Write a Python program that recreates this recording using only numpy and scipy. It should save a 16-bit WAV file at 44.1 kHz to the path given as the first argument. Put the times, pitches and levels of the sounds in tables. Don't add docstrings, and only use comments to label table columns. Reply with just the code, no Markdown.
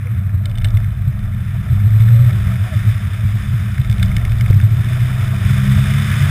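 import sys
import numpy as np
from scipy import signal
from scipy.fft import rfft, irfft, next_fast_len
from scipy.io import wavfile
from scipy.ndimage import uniform_filter1d

SR = 44100
rng = np.random.default_rng(int(sys.argv[2]) if len(sys.argv) > 2 else 0)


def waveform_to_disk(signal):
    frames = np.transpose(np.atleast_2d(signal))
    scaled = np.clip(frames, -1, 1) * 32767
    samples = np.round(scaled).astype(np.int16)
    wavfile.write(sys.argv[1], SR, samples)


def volts_from_db(level):
    exponent = np.asarray(level, float) / 20
    return 10 ** exponent


N = 277830

# (time [s], firing rate [Hz])
REVS = [(0, 84), (.75, 86), (1, 86.5), (1.5, 93.5), (1.75, 100), (2, 109.75), (2.25, 121), (2.4, 126.5),
        (2.5, 124), (2.8, 105), (3.1, 101), (3.9, 103), (4.25, 106), (4.6, 116), (5, 123.25), (5.5, 129.75),
        (6, 137.5), (6.3, 142)]
# (time [s], level [dB])
AIR_RUSH = [(0, -42.5), (.35, -47), (1.0, -45.5), (1.86, -42), (2.25, -39), (2.8, -37.5), (3.5, -40.5),
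            (4.3, -41.5), (5.1, -37.5), (5.38, -36), (5.5, -33.5), (5.95, -31), (6.3, -29.5)]
# (middle [s], length [s], level [dB])
RUTS = [(.66, 0.43, -19.5), (1.3, 0.66, -33), (2.03, 0.72, -29), (2.72, .4, -41), (4.2, 0.72, -23),
        (4.9, 1.2, -30.5)]


def in_time(rows, **ends):
    s, *columns = np.transpose(rows)
    return [np.interp(np.arange(N) / SR, s, column, **ends) for column in columns]


def at_hz(points, hz):
    point_hz, point_db = np.transpose(points)
    return np.interp(np.log(hz + 1e-9), np.log(point_hz), point_db)


def rms_one(x):
    return x / np.sqrt(np.mean(x ** 2) + 1e-20)


def drift(rate):
    r = np.exp(-80 * np.pi * rate / SR)
    noise = rng.standard_normal(N // 40 + 2002)
    slow = signal.lfilter([1], [1, -2 * r, r * r], noise)[2000:]
    return np.interp(np.arange(N) / 40, np.arange(len(slow)), rms_one(slow))


def coloured(x, spectrum, low_hz=10, high_hz=20000):
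    hz = np.arange(N // 2 + 1) * SR / N
    band = 1 / np.sqrt((1 + (low_hz / (hz + 1e-9)) ** 12) * (1 + (hz / high_hz) ** 12))
    return rms_one(irfft(rfft(x) * volts_from_db(at_hz(spectrum, hz)) * band, N))


def steadied(x, size):
    return rms_one(x / (uniform_filter1d(x ** 2, size=size) + 0.014) ** 0.63)


def ring(clicks, hz, t60):
    r, w = volts_from_db(-60 / (t60 * SR)), 2 * np.pi * hz / SR
    return signal.lfilter([0, np.sin(w)], [1, -2 * r * np.cos(w), r * r], clicks + 1e-18)


def swells(rows, rest_db):
    t, power = np.arange(N) / SR, np.zeros(N) + volts_from_db(rest_db) ** 2
    for s, length, db in rows:
        near = slice(max(0, int((s - length / 2) * SR)), int((s + length / 2) * SR))
        power[near] += volts_from_db(db) ** 2 * np.cos(np.pi * (t[near] - s) / length) ** 2
    return np.sqrt(power)


def rutted():
    hop = swells(RUTS, -57)
    return hop / hop.max()


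def engine():
    # (time [s], firing line level [dB])
    effort = [(0, -38), (1.4, -25.5), (1.8, -17.5), (2.0, -7), (2.3, -8.5), (2.42, -35.5), (2.7, -14),
              (2.87, -16), (3.0, -22), (3.5, -24), (3.9, -21), (4.55, -22.5), (5.0, -16), (5.3, -16.5),
              (5.6, -17.5), (5.8, -12.5), (6.05, -17.5), (6.3, -16)]
    # (multiple of the firing rate [-], level [dB])
    orders = [(.5, -3), (1.25, -1.5), (1.5, 0), (1.75, -8), (2, -1.5), (2.25, -2), (2.5, -1), (2.75, -3),
              (3, 1.5), (3.25, -4), (3.5, -5), (4, -4)]
    # (frequency [Hz], peak level [dB])
    firewall = [(40, -34), (62, -27), (115, -28), (145, -23), (165, -40), (182, -35), (198, -22),
                (206, -23), (215, -35), (232, -50), (265, -53), (320, -53), (365, -50), (420, -54),
                (600, -62)]
    hz, = in_time(REVS)
    line_db, = in_time(effort)
    load_db = -7 + 17 * np.log2(hz / 110) - 0.08 * (line_db - line_db.mean())
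    climb = uniform_filter1d(np.gradient(np.log2(hz)) * SR, size=9000)
    load_db += 5 * np.tanh(climb / 0.14)
    phase = 2 * np.pi * np.cumsum(hz * (1 + .003 * drift(8))) / SR
    off_throttle = np.clip((-19 - line_db) / 6, 0, 1)
    wander = 1.1 * off_throttle * drift(10)
    out = np.sqrt(2) * volts_from_db(line_db + 2.43 * drift(9.5)) * np.sin(phase + wander)
    for k, db in orders:
        gain = volts_from_db(db + load_db + at_hz(firewall, k * hz) + 2 * drift(5))
        out += gain * np.sin(k * phase + rng.uniform(0, 2 * np.pi))
    return out


def road():
    # (time [s], level [dB])
    roughness = [(0, -22), (.5, -18), (.78, -16.5), (1.0, -20.5), (1.6, -23.5), (1.95, -17.5), (2.35, -13),
                 (2.6, -20.5), (2.85, -13), (3.0, -20.5), (3.5, -22), (3.95, -15.5), (4.35, -15),
                 (4.6, -15.5), (4.9, -18), (5.5, -17.5), (6.3, -13.5)]
    # (time [s], level [dB])
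    bumps = [(.114, -20.5), (.263, -18), (0.354, -14.5), (.669, -13), (.754, -14.5), (1.014, -15),
             (1.092, -12.5), (1.246, -18), (1.422, -14.5), (1.554, -13), (1.72, -8), (1.862, -6.5),
             (2.477, -11.5), (2.614, -9.5), (2.764, -16), (2.891, -15), (3.067, -9.5), (3.258, -7),
             (3.362, -10), (3.557, -8.5), (3.623, -10), (3.804, -10.5), (3.999, -8.5), (4.173, -8),
             (4.625, -7), (4.723, -7), (4.797, -8), (5.026, -8), (5.51, -20), (5.772, -9)]
    # (middle [s], length [s], level [dB])
    heaves = [(.95, 0.88, -24), (1.8, 1, -26.5), (2.45, 0.24, -22), (2.9, .3, -26), (3.4, 0.51, -25),
              (4.15, 1.16, -20), (5.7, 1.2, -25)]
    # (frequency [Hz], density [dB per Hz])
    cabin_modes = [(12, -30), (20, 1), (28, -2), (38, -48), (70, -31), (92, 0), (113, 0), (132, -9),
                   (152, -26), (179, -13), (201, -18.5), (219, -31.5), (234, -67), (262, -50), (420, -47),
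                   (550, -78), (920, -120)]
    # (frequency [Hz], density [dB per Hz])
    body_modes = [(15, -24), (24, -10), (30, 0), (35, -10), (42, -16), (52, -8), (62, 0), (72, -3),
                  (85, -8)]
    rough_db, = in_time(roughness)
    shocks = rng.standard_normal((4, N))

    boom = steadied(coloured(shocks[0], cabin_modes, low_hz=80, high_hz=144), size=1300)
    boom_gain = swells([(s, 0.05, db) for s, db in bumps], rough_db)
    out = volts_from_db(-1.0 + 1.85 * drift(5.5)) * boom_gain * boom

    heave = steadied(coloured(shocks[1], body_modes, low_hz=36.7, high_hz=66), size=2500)
    out += swells(heaves, -35) * heave

    pan_db = -31.5 + .3 * (rough_db - rough_db.mean())
    out += volts_from_db(pan_db) * coloured(shocks[2], cabin_modes, low_hz=149.0)

    hop = steadied(coloured(shocks[3], body_modes, low_hz=25.9, high_hz=33.8), size=6000)
    return out + volts_from_db(-1.5) * swells(RUTS, -45) * hop


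def drones():
    # (middle [s], length [s], level [dB], mode [Hz])
    ripples = [(0.743, 0.32, -15.5, 106), (2.504, 0.32, -25.5, 189), (4.058, 0.27, -24.5, 189),
               (4.59, 0.3, -8, 103), (5.503, 0.26, -18, 105), (5.51, 0.19, -14, 88),
               (5.763, 0.22, -16, 120)]
    t, out = np.arange(N) / SR, np.zeros(N)
    for s, length, db, hz in ripples:
        gain = np.sqrt(2) * swells([(s, length, db)], -90)
        out += gain * np.sin(2 * np.pi * hz * t + 0.99 * drift(3.7))
    return out


def levelled(x):
    envelope = np.abs(signal.hilbert(x, next_fast_len(N))[:N])
    envelope = uniform_filter1d(envelope, size=300)
    return x / (1 + (envelope / .86) ** 8) ** (1 / 8)


def thump(cabin):
    # (time [s], peak level [dB], ring [Hz], t60 [s])
    bottoming = (4.4985, .4, 112, .11)
    s, db, hz, t60 = bottoming
    blow = np.zeros(N)
    blow[round(s * SR):][:200] = -volts_from_db(db) * np.hanning(200) / 80
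    t = np.arange(N) / SR - s
    rebound = .55 * np.exp(-((t - .009) / .002) ** 2)
    interrupted = cabin * (1 - .9 * np.exp(-((t - .011) / .016) ** 4))
    return interrupted + ring(blow, hz, t60) + rebound


def rattle():
    # (frequency [Hz], level [dB], t60 [s])
    shell = [
        [(1550, -12, .008), (1790, -2, .015), (2150, 0, .014), (2450, -8, .008)],
        [(3100, -5, .012), (3560, 0, .02), (3900, -14, .007)],
        [(4600, -8, .008), (5100, 0, .011), (5800, -6, .007)],
    ]
    # (time [s], peak level [dB], hardness [dB])
    mount = [(.0701, -25, -42), (.2932, -29, -33), (0.4558, -27, -2.5), (0.5137, -31, -14), (.553, -37, -2),
             (0.5817, -29.5, -5), (.6166, -39, -3), (.6448, -15.5, -10), (.684, -36, -8), (.77, -23.5, -15),
             (.8432, -28, -20), (2.0862, -23, -21), (3.78, -20.5, -26), (3.846, -22, -23),
             (3.8972, -24.5, -11), (3.9253, -26, -12), (3.981, -30, -8.5), (3.996, -24.5, -17),
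             (4.027, -15, -8.5), (4.0477, -33, -9), (4.115, -20, -39), (4.1656, -15, -11.5),
             (4.1824, -22, -29), (4.2505, -19.5, -14), (4.3179, -19.5, -19), (4.3833, -33, -9),
             (4.4087, -18, -16), (4.4606, -19.5, -27), (4.528, -23, -25), (4.599, -19.5, -30)]
    # (time [s], middle modes level [dB], highest modes over them [dB])
    ticks = [(.4952, -45, -6), (0.5745, -41, -10), (.6524, -34.5, -18), (0.6714, -43, -21),
             (.7042, -44, -4), (.7405, -51, -11), (.81, -54, -8), (0.882, -54, -14), (.9057, -44.5, -20),
             (1.191, -45.5, -9), (2.021, -41, -12), (3.7434, -39.5, -18), (3.8148, -38.5, -19),
             (3.912, -38, -4), (4.058, -50, 6), (4.082, -41, -14), (4.152, -48, -8), (4.294, -42, -9),
             (4.4792, -46, -6), (4.4986, -40, -10), (4.5087, -49, 8), (4.5435, -50, 5), (4.6124, -41, -6),
             (4.845, -38, -14)]
    knock_s = np.array(mount + ticks)[:, :1]
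    _, tick_db, thin_db = np.transpose(ticks)
    t = np.arange(1200) / SR
    chatter = rng.standard_normal((len(knock_s), len(t)))
    chatter = chatter * np.exp(-t / .0015) * (1 - np.exp(-t / .0003))
    luck_db = 1.2 * rng.standard_normal((len(knock_s), 10))
    at = (knock_s * SR).astype(int) + np.arange(len(t))

    s, db, hard_db = np.transpose(mount)
    top_db = db + hard_db - 11 + 3 * rng.standard_normal(len(s))
    mount_db = [db, db + hard_db, top_db]
    group_db = np.hstack([mount_db, [tick_db + 8.5, tick_db, tick_db + thin_db]])

    patter_db = in_time(AIR_RUSH)[0] + 9.5 * rutted() + 6 * swells([(2.4, 1.5, 0)], -44)
    tap_db = patter_db + 2.4 * np.minimum(rng.exponential(1, N), 2.5)
    taps = volts_from_db(tap_db) * (rng.random(N) < 50 / SR)

    out, mode = np.zeros(N), 0
    for group, (modes, faint_db, crest_db) in enumerate(zip(shell, [-1.5, -9, -18], [-1.5, 7, 7])):
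        edges = [.88 * modes[0][0], 1.03 * modes[-1][0]]
        band = signal.butter(3, edges, "band", fs=SR, output="sos")
        faint = volts_from_db(faint_db) * taps
        rings, patter = 0, 0
        for hz, db, t60 in modes:
            rings = rings + ring(chatter * volts_from_db(db + luck_db[:, [mode]]), hz, t60)
            patter = patter + ring(volts_from_db(db) * faint * rng.standard_normal(N), hz, t60)
            mode += 1
        rings = signal.sosfilt(band, rings)
        out += signal.sosfilt(band, patter)
        peak = volts_from_db(group_db[group] + crest_db) / np.abs(rings).max(axis=1)
        np.add.at(out, at, rings * peak[:, None])
    return out


def squeaks():
    # (middle [s], length [s], peak level [dB], top pitch [Hz], moment of top as share of length [-])
    slips = [
        (0.068, 0.054, -41.5, 490, .5),
        (0.484, 0.12, -45.5, 606, 0.193),
        (2.175, .32, -42, 556, .55),
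        (2.673, 0.077, -40, 734, 0.28),
        (2.733, 0.0613, -33, 646, 0.14),
    ]
    sags = [8, 42, 11, 8.9, 84]
    out, t = np.zeros(N), np.arange(N) / SR
    for (s, length, db, top_hz, share), sag in zip(slips, sags):
        top_s = s + (share - .5) * length
        hz = top_hz * 2 ** -np.minimum(sag * (t - top_s) ** 2, 1)
        gain = swells([(s, length, db / 2)], -93) ** 2 * volts_from_db(1.5 * drift(26))
        phase = 2 * np.pi * np.cumsum(hz * (1 + 0.012 * drift(40))) / SR
        out += np.sqrt(2) * gain * np.sin(phase)
    return out


def air():
    # (frequency [Hz], density [dB per Hz])
    housing = [(530, -79), (900, -4.5), (1070, 3), (1230, 7.5), (1810, 9.5), (2000, 6), (2430, 5.5),
               (2770, -3.5), (3030, 0.5), (3270, -4), (3540, 5), (4280, -21), (5170, -4), (5750, -22),
               (6400, -13.5), (8320, -14), (14100, -120)]
    # (frequency [Hz], density [dB per Hz])
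    trim = [(140, 1.5), (240, 11.5), (280, -4.5), (343, -0.5), (448, -3), (563, -2.5), (625, 6), (699, 4),
            (830, -5.5), (1050, -4), (1360, 4), (2310, -120)]
    hiss_db, = in_time(AIR_RUSH)
    revs_hz, = in_time(REVS)
    bright_db = 6 + 0.1 * (hiss_db + 41.5) - 9 * np.exp(-np.arange(N) / SR / 1.3)
    buzz_db = -43.5 + 0.2 * (hiss_db + 44) + 11.5 * np.log2(revs_hz / 110) + 6.5 * rutted()
    grit = volts_from_db(1.0 * np.minimum(rng.exponential(1, N), 5)) * (rng.random(N) < 1500 / SR)
    gusts = 1 + 0.05 * signal.lfilter([1], [1, -.98], grit) / 4
    excite = rng.standard_normal(N) * gusts
    excite *= volts_from_db(0.76 * drift(3.4) + 1.1 * drift(71))
    low = coloured(excite, housing, high_hz=2600)
    high = coloured(excite, housing, low_hz=2890)
    hiss = volts_from_db(hiss_db) * (low + volts_from_db(bright_db - 13.5) * high)
    return hiss + volts_from_db(buzz_db + 2.1 * drift(23)) * coloured(rng.standard_normal(N), trim)


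def scene():
    cabin = thump(levelled(engine() + road() + drones()))
    return (cabin + air() + rattle() + squeaks())[None]


def clock_slip(x):
    # (rate [Hz], depth of one sample [dB])
    slip = [(12000, 4.2), (8100, -8), (3900, -11.5), (4200, -17), (7800, -17), (15600, -14), (11700, -21)]
    slope = np.gradient(x, axis=1)
    t = np.arange(N) / SR
    first, *rest = [volts_from_db(db) * np.cos(2 * np.pi * hz * t + k) for k, (hz, db) in enumerate(slip)]
    unsteady = volts_from_db(-15) * np.diff(rng.standard_normal(N + 2), 2)
    steep = signal.ellip(8, .5, 40, 15250, fs=SR, output="sos")
    early = signal.sosfilt(steep, slope * (first + unsteady))
    return x + signal.lfilter([.5, .5], [1], early + slope * sum(rest))


def roll_off(x):
    return signal.sosfilt(signal.butter(12, 15800, fs=SR, output="sos"), x)


def record(dry):
    clipped = np.clip(dry, -.995, .995)
    return roll_off(clock_slip(clipped))


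dry = scene()
out = record(dry)
waveform_to_disk(out)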